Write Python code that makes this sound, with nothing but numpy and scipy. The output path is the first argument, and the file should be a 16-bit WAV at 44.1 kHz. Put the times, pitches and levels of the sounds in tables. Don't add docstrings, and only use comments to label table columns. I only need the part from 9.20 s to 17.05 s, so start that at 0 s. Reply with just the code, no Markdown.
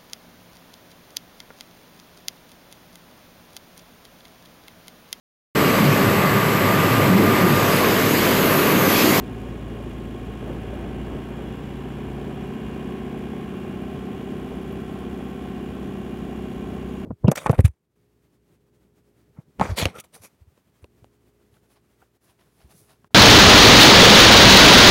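import sys
import numpy as np
from scipy import signal
from scipy.fft import rfft, irfft
from scipy.io import wavfile
from scipy.ndimage import uniform_filter1d

SR = 44100
rng = np.random.default_rng(int(sys.argv[2]) if len(sys.argv) > 2 else 0)


def master(y):
    cut = np.clip(np.atleast_2d(y).T, -1, 1)
    pcm = np.round(cut * 32767)
    wavfile.write(sys.argv[1], SR, pcm.astype(np.int16))


N = 346185
TIME = np.arange(N) / SR
FREQ = np.arange(N // 2 + 1) * SR / N + 1e-6


def undb(db):
    return 10 ** (np.asarray(db) / 20)


def unit(x):
    return x / np.sqrt(np.mean(x ** 2))


def curves(table):
    times, *columns = np.transpose(table)
    return [np.interp(TIME, times, column) for column in columns]


def wander(rate_hz):
    return unit(irfft(rfft(rng.standard_normal(N)) * np.exp(-(FREQ / rate_hz) ** 2), N))


def colour(x, eq, resonances=()):
    hz, db = np.transpose(eq)
    outline = undb(np.interp(np.log(FREQ), np.log(hz), db))
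    rings = sum(undb(peak_db) / (1 + 2j * (FREQ - f) / width) for f, width, peak_db in resonances)
    return unit(irfft(rfft(x) * outline * (1 + rings), N))


def ring(hz, decay_s):
    age = TIME[:SR // 20]
    return np.sin(2 * np.pi * hz * age) * age / decay_s * np.exp(1 - age / decay_s)


def burst(decay_s):
    age = TIME[:SR // 20]
    return rng.standard_normal(len(age)) * np.exp(-age / decay_s)


def strikes(turns, angle, hit, scatter_db, jitter_s):
    starts = 2 * np.arange(int(turns[-1] / 2) + 1)
    late, force = rng.standard_normal((SR // 100, 2))[:len(starts)].T
    due_s = np.interp(starts + angle, turns, TIME, right=2 * TIME[-1])
    at = np.round((due_s + jitter_s * late) * SR).astype(int)
    inside = (at >= 0) & (at < N)
    blows = np.zeros(N)
    blows[at[inside]] = undb(scatter_db * force[inside])
    return signal.oaconvolve(blows, hit)[:N]


def firing_pulse(turns, depth):
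    return 1 - depth * np.cos(2 * np.pi * 2 * turns)


def orders(table, crank_hz, turns, waver, waver_hz, mount_turns=.955, exhaust_turns=1.27):
    out = 0
    for order, db, resonant_hz, width_hz in table:
        order = np.round(2 * order) / 2
        arrival, smear = (exhaust_turns, 0) if order % 1 else (mount_turns, .22)
        phase = 2 * np.pi * order * (turns - arrival) - smear * order ** 2
        swell = 1 / np.hypot(1, (crank_hz - resonant_hz) / width_hz)
        level = undb(db) * swell * (1 + waver * wander(waver_hz))
        out = out + np.sqrt(2) * level * np.sin(phase)
    return out


def turbo():
    # (time [s], pitch [Hz], level [dB])
    whistle = [(0, 7000, -72), (1, 7140, -74), (1.4, 7400, -78), (2.1, 7430, -71), (3.6, 7440, -74),
               (4.6, 7140, -75), (6.5, 6970, -74), (7.2, 6830, -72), (7.85, 6750, -69)]
    hz, db = curves(whistle)
    return np.sin(2 * np.pi * np.cumsum(hz) / SR) * wander(160) * undb(db)


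def hiss(turns, crank_hz, brighten_per_hz=.034):
    # (frequency [Hz], gain [dB])
    hiss_eq = [(1500, -28), (3400, 9), (4200, 2), (5100, -1), (5600, 0), (6200, -2), (7100, 0), (8500, -4),
               (10200, -3.5), (10750, 0), (11300, -3.5), (12500, -4), (14500, -8), (15700, -7.5)]
    air = colour(rng.standard_normal(N) * undb(.8 * wander(1500)), hiss_eq)
    top = irfft(rfft(air) * np.clip((FREQ - 8000) / 3000, 0, 1), N)
    uneven = .1 * np.cos(np.pi * turns) + .1 * np.cos(2 * np.pi * turns)
    brighten = brighten_per_hz * (crank_hz - np.mean(crank_hz))
    air = air + top * (firing_pulse(turns, depth=.17) - 1 + uneven + brighten)
    flicker_db = .4 * wander(50) + .25 * wander(8)
    return air * firing_pulse(turns, depth=.15) * undb(flicker_db)


def ticks(decay_s=.0012, tail_s=.025, tail_db=-17, low_cut_hz=11000):
    # (time [s], level [dB])
    hits = [(5.515, -49), (5.525, -44)]
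    envelope = 0
    for start, db in hits:
        age = np.abs(TIME - start)
        fade = np.exp(-age / decay_s) + undb(tail_db) * np.exp(-age / tail_s)
        envelope = envelope + undb(db) * (TIME >= start) * fade
    low_cut = signal.butter(4, low_cut_hz, "high", fs=SR, output="sos")
    return signal.sosfilt(low_cut, envelope * rng.standard_normal(N))


def clunks(decay_s=.007):
    # (time [s], peak [dB], pitch [Hz])
    hits = [(.25, -41, 562), (.597, -37, 565), (1.435, -37, 460), (1.524, -33, 584), (1.642, -42, 680),
            (1.936, -38, 590), (3.606, -45, 665), (3.873, -38, 730), (6.19, -43, 740), (6.372, -44, 705)]
    out = np.zeros(N + SR)
    for start, db, hz in hits:
        at = int(start * SR)
        blow = undb(db) * ring(hz, decay_s)
        out[at:at + len(blow)] += blow
    return out[:N]


def tyres(hump_s=.09, bump_db=1.06, bump_hz=14, crossover_hz=400):
    # (time [s], level [dB])
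    track = [(0, -36.5), (1.6, -37.5), (3, -38), (4.5, -37), (7.85, -37.5)]
    # (time [s], boost [dB])
    humps = [(.24, 3.5), (.58, 2.5), (1.3, 6.5), (1.56, 5), (1.92, 5.5), (2.19, 6), (3.05, 5.5),
             (3.59, 2.5)]
    # (frequency [Hz], gain [dB])
    road_eq = [(15, -25), (35, -11.5), (52, 2), (80, 3), (130, 1.5), (230, 4), (290, 2), (390, 1.5),
               (510, -6), (570, -7), (670, -10), (760, -16.5), (1200, -20), (4000, -53.5)]
    track_db, = curves(track)
    road_db = track_db + sum(db * np.exp(-((TIME - crest) / hump_s) ** 2) for crest, db in humps)
    rolling = colour(rng.standard_normal(N) * undb(bump_db * wander(bump_hz)), road_eq)
    crunch = irfft(rfft(rolling) / (1 + (crossover_hz / FREQ) ** 4), N)
    rumble = rolling - crunch
    return crunch * undb(road_db) + rumble * undb(uniform_filter1d(road_db, SR))


def whine(turns, crank_hz):
    # (order [x crank speed], level on resonance [dB], resonant speed [Hz], half-width [Hz])
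    tones = [(20, -58.5, 32, 1), (22.5, -55, 32.1, .5), (24, -56, 31.1, 0.32), (26, -53, 28.9, 0.32),
             (26.5, -58, 30.1, 0.43), (31.7, -60, 30.2, 0.55), (33.5, -62.5, 32, 0.67),
             (37.3, -68, 32.1, .5)]
    return orders(tones, crank_hz, turns, waver=.35, waver_hz=9)


def covers(turns):
    # (frequency [Hz], width [Hz], gain [dB])
    modes = [(1075, 46, 2.5), (1360, 45, -3), (1561, 52, 3), (1653.5, 59, 2), (2216, 71, -3),
             (2426, 58, -3.5), (2742, 45, -5.5), (2799, 36, -1), (2942, 69, -3), (3347, 46, -2)]
    beat = sum(strikes(turns, k / 2, np.ones(1), scatter_db=.7, jitter_s=.000015) for k in range(4))
    rings = sum(undb(db) / (1 + 2j * (FREQ - hz) / width) ** 2 for hz, width, db in modes)
    return unit(irfft(rfft(beat) * rings, N))


def clatter(turns, valve_hits=20, valve_s=.012, injector_s=.00085, injector_db=-11, loose=.55):
    # (frequency [Hz], gain [dB])
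    bulkhead_eq = [(200, -19), (350, 9.5), (460, 7.5), (540, -9), (680, 7), (770, 6.5), (920, 3.5),
                   (1100, 1), (1300, 2.6), (2000, 1.5), (2650, -1), (3250, -1), (3600, -14.5), (4200, -23),
                   (8000, -37)]
    # (frequency [Hz], width [Hz], gain against the EQ curve [dB])
    block_modes = [(1075, 43, 7.5), (2424, 40, -2.5), (2800, 46, -1.5)]
    valves = injectors = 0
    for k in range(valve_hits):
        angle = 2 * (k + .5 * rng.random()) / valve_hits
        valves += strikes(turns, angle, burst(valve_s), scatter_db=1, jitter_s=.00004)
    for k in range(4):
        injectors += strikes(turns, (k + .5) / 2, burst(injector_s), scatter_db=.5, jitter_s=.00006)
    rattle = loose * rng.standard_normal(N) * firing_pulse(turns, depth=.07)
    return colour(unit(valves) + undb(injector_db) * unit(injectors) + rattle, bulkhead_eq, block_modes)


def knocks(turns, crank_hz, harden_db_per_hz=.5):
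    # (crank angle [turns], pitch [Hz], decay [s], peak at top revs [dB])
    hits = [(.72, 785, .0026, -39.8), (.08, 740, .002, -46), (.52, 800, .002, -47),
            (1.63, 700, .002, -47.5), (.69, 1040, .002, -50), (1.28, 1100, .003, -45.5)]
    chug = sum(undb(db) * strikes(turns, angle, ring(hz, decay_s), scatter_db=1.8, jitter_s=.0002)
               for angle, hz, decay_s, db in hits)
    return chug * undb(harden_db_per_hz * (crank_hz - np.max(crank_hz)))


def thump(turns, crank_hz, pitch_hz=363, low_revs_db=-33.5, ease_db_per_hz=1.5):
    # (time [s], peak [dB])
    hardest = [(1.229, -24), (1.3, -28), (1.439, -28)]
    thud = -ring(pitch_hz, decay_s=.0016)
    blows = sum(strikes(turns, angle, thud, scatter_db=1.5, jitter_s=.0001) for angle in (.77, .98))
    kicks = np.zeros(N)
    for start, db in hardest:
        kicks[int(start * SR)] = undb(db)
    jolts = signal.oaconvolve(kicks, -ring(pitch_hz, decay_s=.001))[:N]
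    return jolts + blows * undb(low_revs_db - ease_db_per_hz * (crank_hz - np.min(crank_hz)))


def firing_note(turns, arrival_turns=.32):
    # (time [s], level [dB])
    levels = [(0, -39.5), (1.09, -38), (1.68, -36.5), (3, -42.5), (4.5, -47), (5.8, -44), (7.06, -42),
              (7.85, -42.5)]
    db, = curves(levels)
    return undb(db) * unit(np.sin(2 * np.pi * 2 * (turns - arrival_turns)))


def boom(turns, crank_hz):
    # (order [x crank speed], level on resonance [dB], resonant speed [Hz], half-width [Hz])
    tones = [(3, -56, 31.8, 1.2), (4, -41.5, 28.4, 1.2), (4.5, -40, 30.74, 0.75), (5, -44, 29.2, 1.8),
             (6, -39, 32, 1), (6.5, -48.5, 32.2, 0.87), (7, -37.5, 31.34, 0.86), (7.5, -45, 27.5, 1.4),
             (8, -41.5, 31.9, 1.8), (8.5, -47, 31.9, 2.5), (9, -44, 27.7, 2.2), (9.5, -59, 31.8, 0.67),
             (10, -52.5, 34.3, 2.4), (11, -45, 31.9, 0.56), (11.5, -50, 31.8, 0.44), (12, -42, 31.7, 1.26),
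             (12.5, -54, 31.8, 2.6), (13, -50, 30.6, 1.1), (13.5, -51, 31.4, 1.3), (14, -54, 30.7, 1.4),
             (15, -57, 32, 1.1)]
    return orders(tones, crank_hz, turns, waver=.05, waver_hz=5)


def scene(covers_db=-7.5, hiss_db=-59.5):
    # (time [s], crank speed [Hz])
    revs = [(0.0, 28.51), (0.3, 28.44), (0.75, 28.0), (0.99, 28.46), (1.2, 28.36), (1.35, 28.72),
            (1.47, 28.71), (1.77, 29.1), (2.49, 30.21), (2.7, 30.32), (2.85, 30.76), (3.03, 30.74),
            (3.36, 31.2), (3.54, 31.06), (3.72, 31.43), (4.05, 31.69), (4.2, 31.62), (4.32, 31.9),
            (4.5, 31.81), (4.71, 32.09), (5.13, 32.02), (5.31, 32.19), (5.55, 32.05), (5.73, 32.34),
            (5.91, 32.07), (6.12, 32.3), (6.33, 31.88), (6.57, 32.25), (6.78, 31.91), (7.02, 32.15),
            (7.2, 31.84), (7.47, 32.19), (7.65, 31.78), (7.85, 31.96)]
    # (time [s], level [dB])
    load = [(0, -47.5), (.8, -48), (1.5, -46.3), (3.7, -46.5), (5, -47.5), (7.85, -48.7)]
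    crank_hz, = curves(revs)
    load_db, = curves(load)
    turns = np.cumsum(crank_hz) / SR
    drone = firing_note(turns) + boom(turns, crank_hz) + whine(turns, crank_hz)
    chug = knocks(turns, crank_hz) + thump(turns, crank_hz)
    top_end = undb(load_db) * (clatter(turns) + undb(covers_db) * covers(turns))
    air = undb(hiss_db) * hiss(turns, crank_hz) + turbo()
    return (drone + chug + top_end + air + tyres() + clunks() + ticks())[None]


def record(dry, top_hz=15750):
    return signal.sosfilt(signal.ellip(12, .1, 80, top_hz, fs=SR, output="sos"), dry)


dry = scene()
out = record(dry)
master(out)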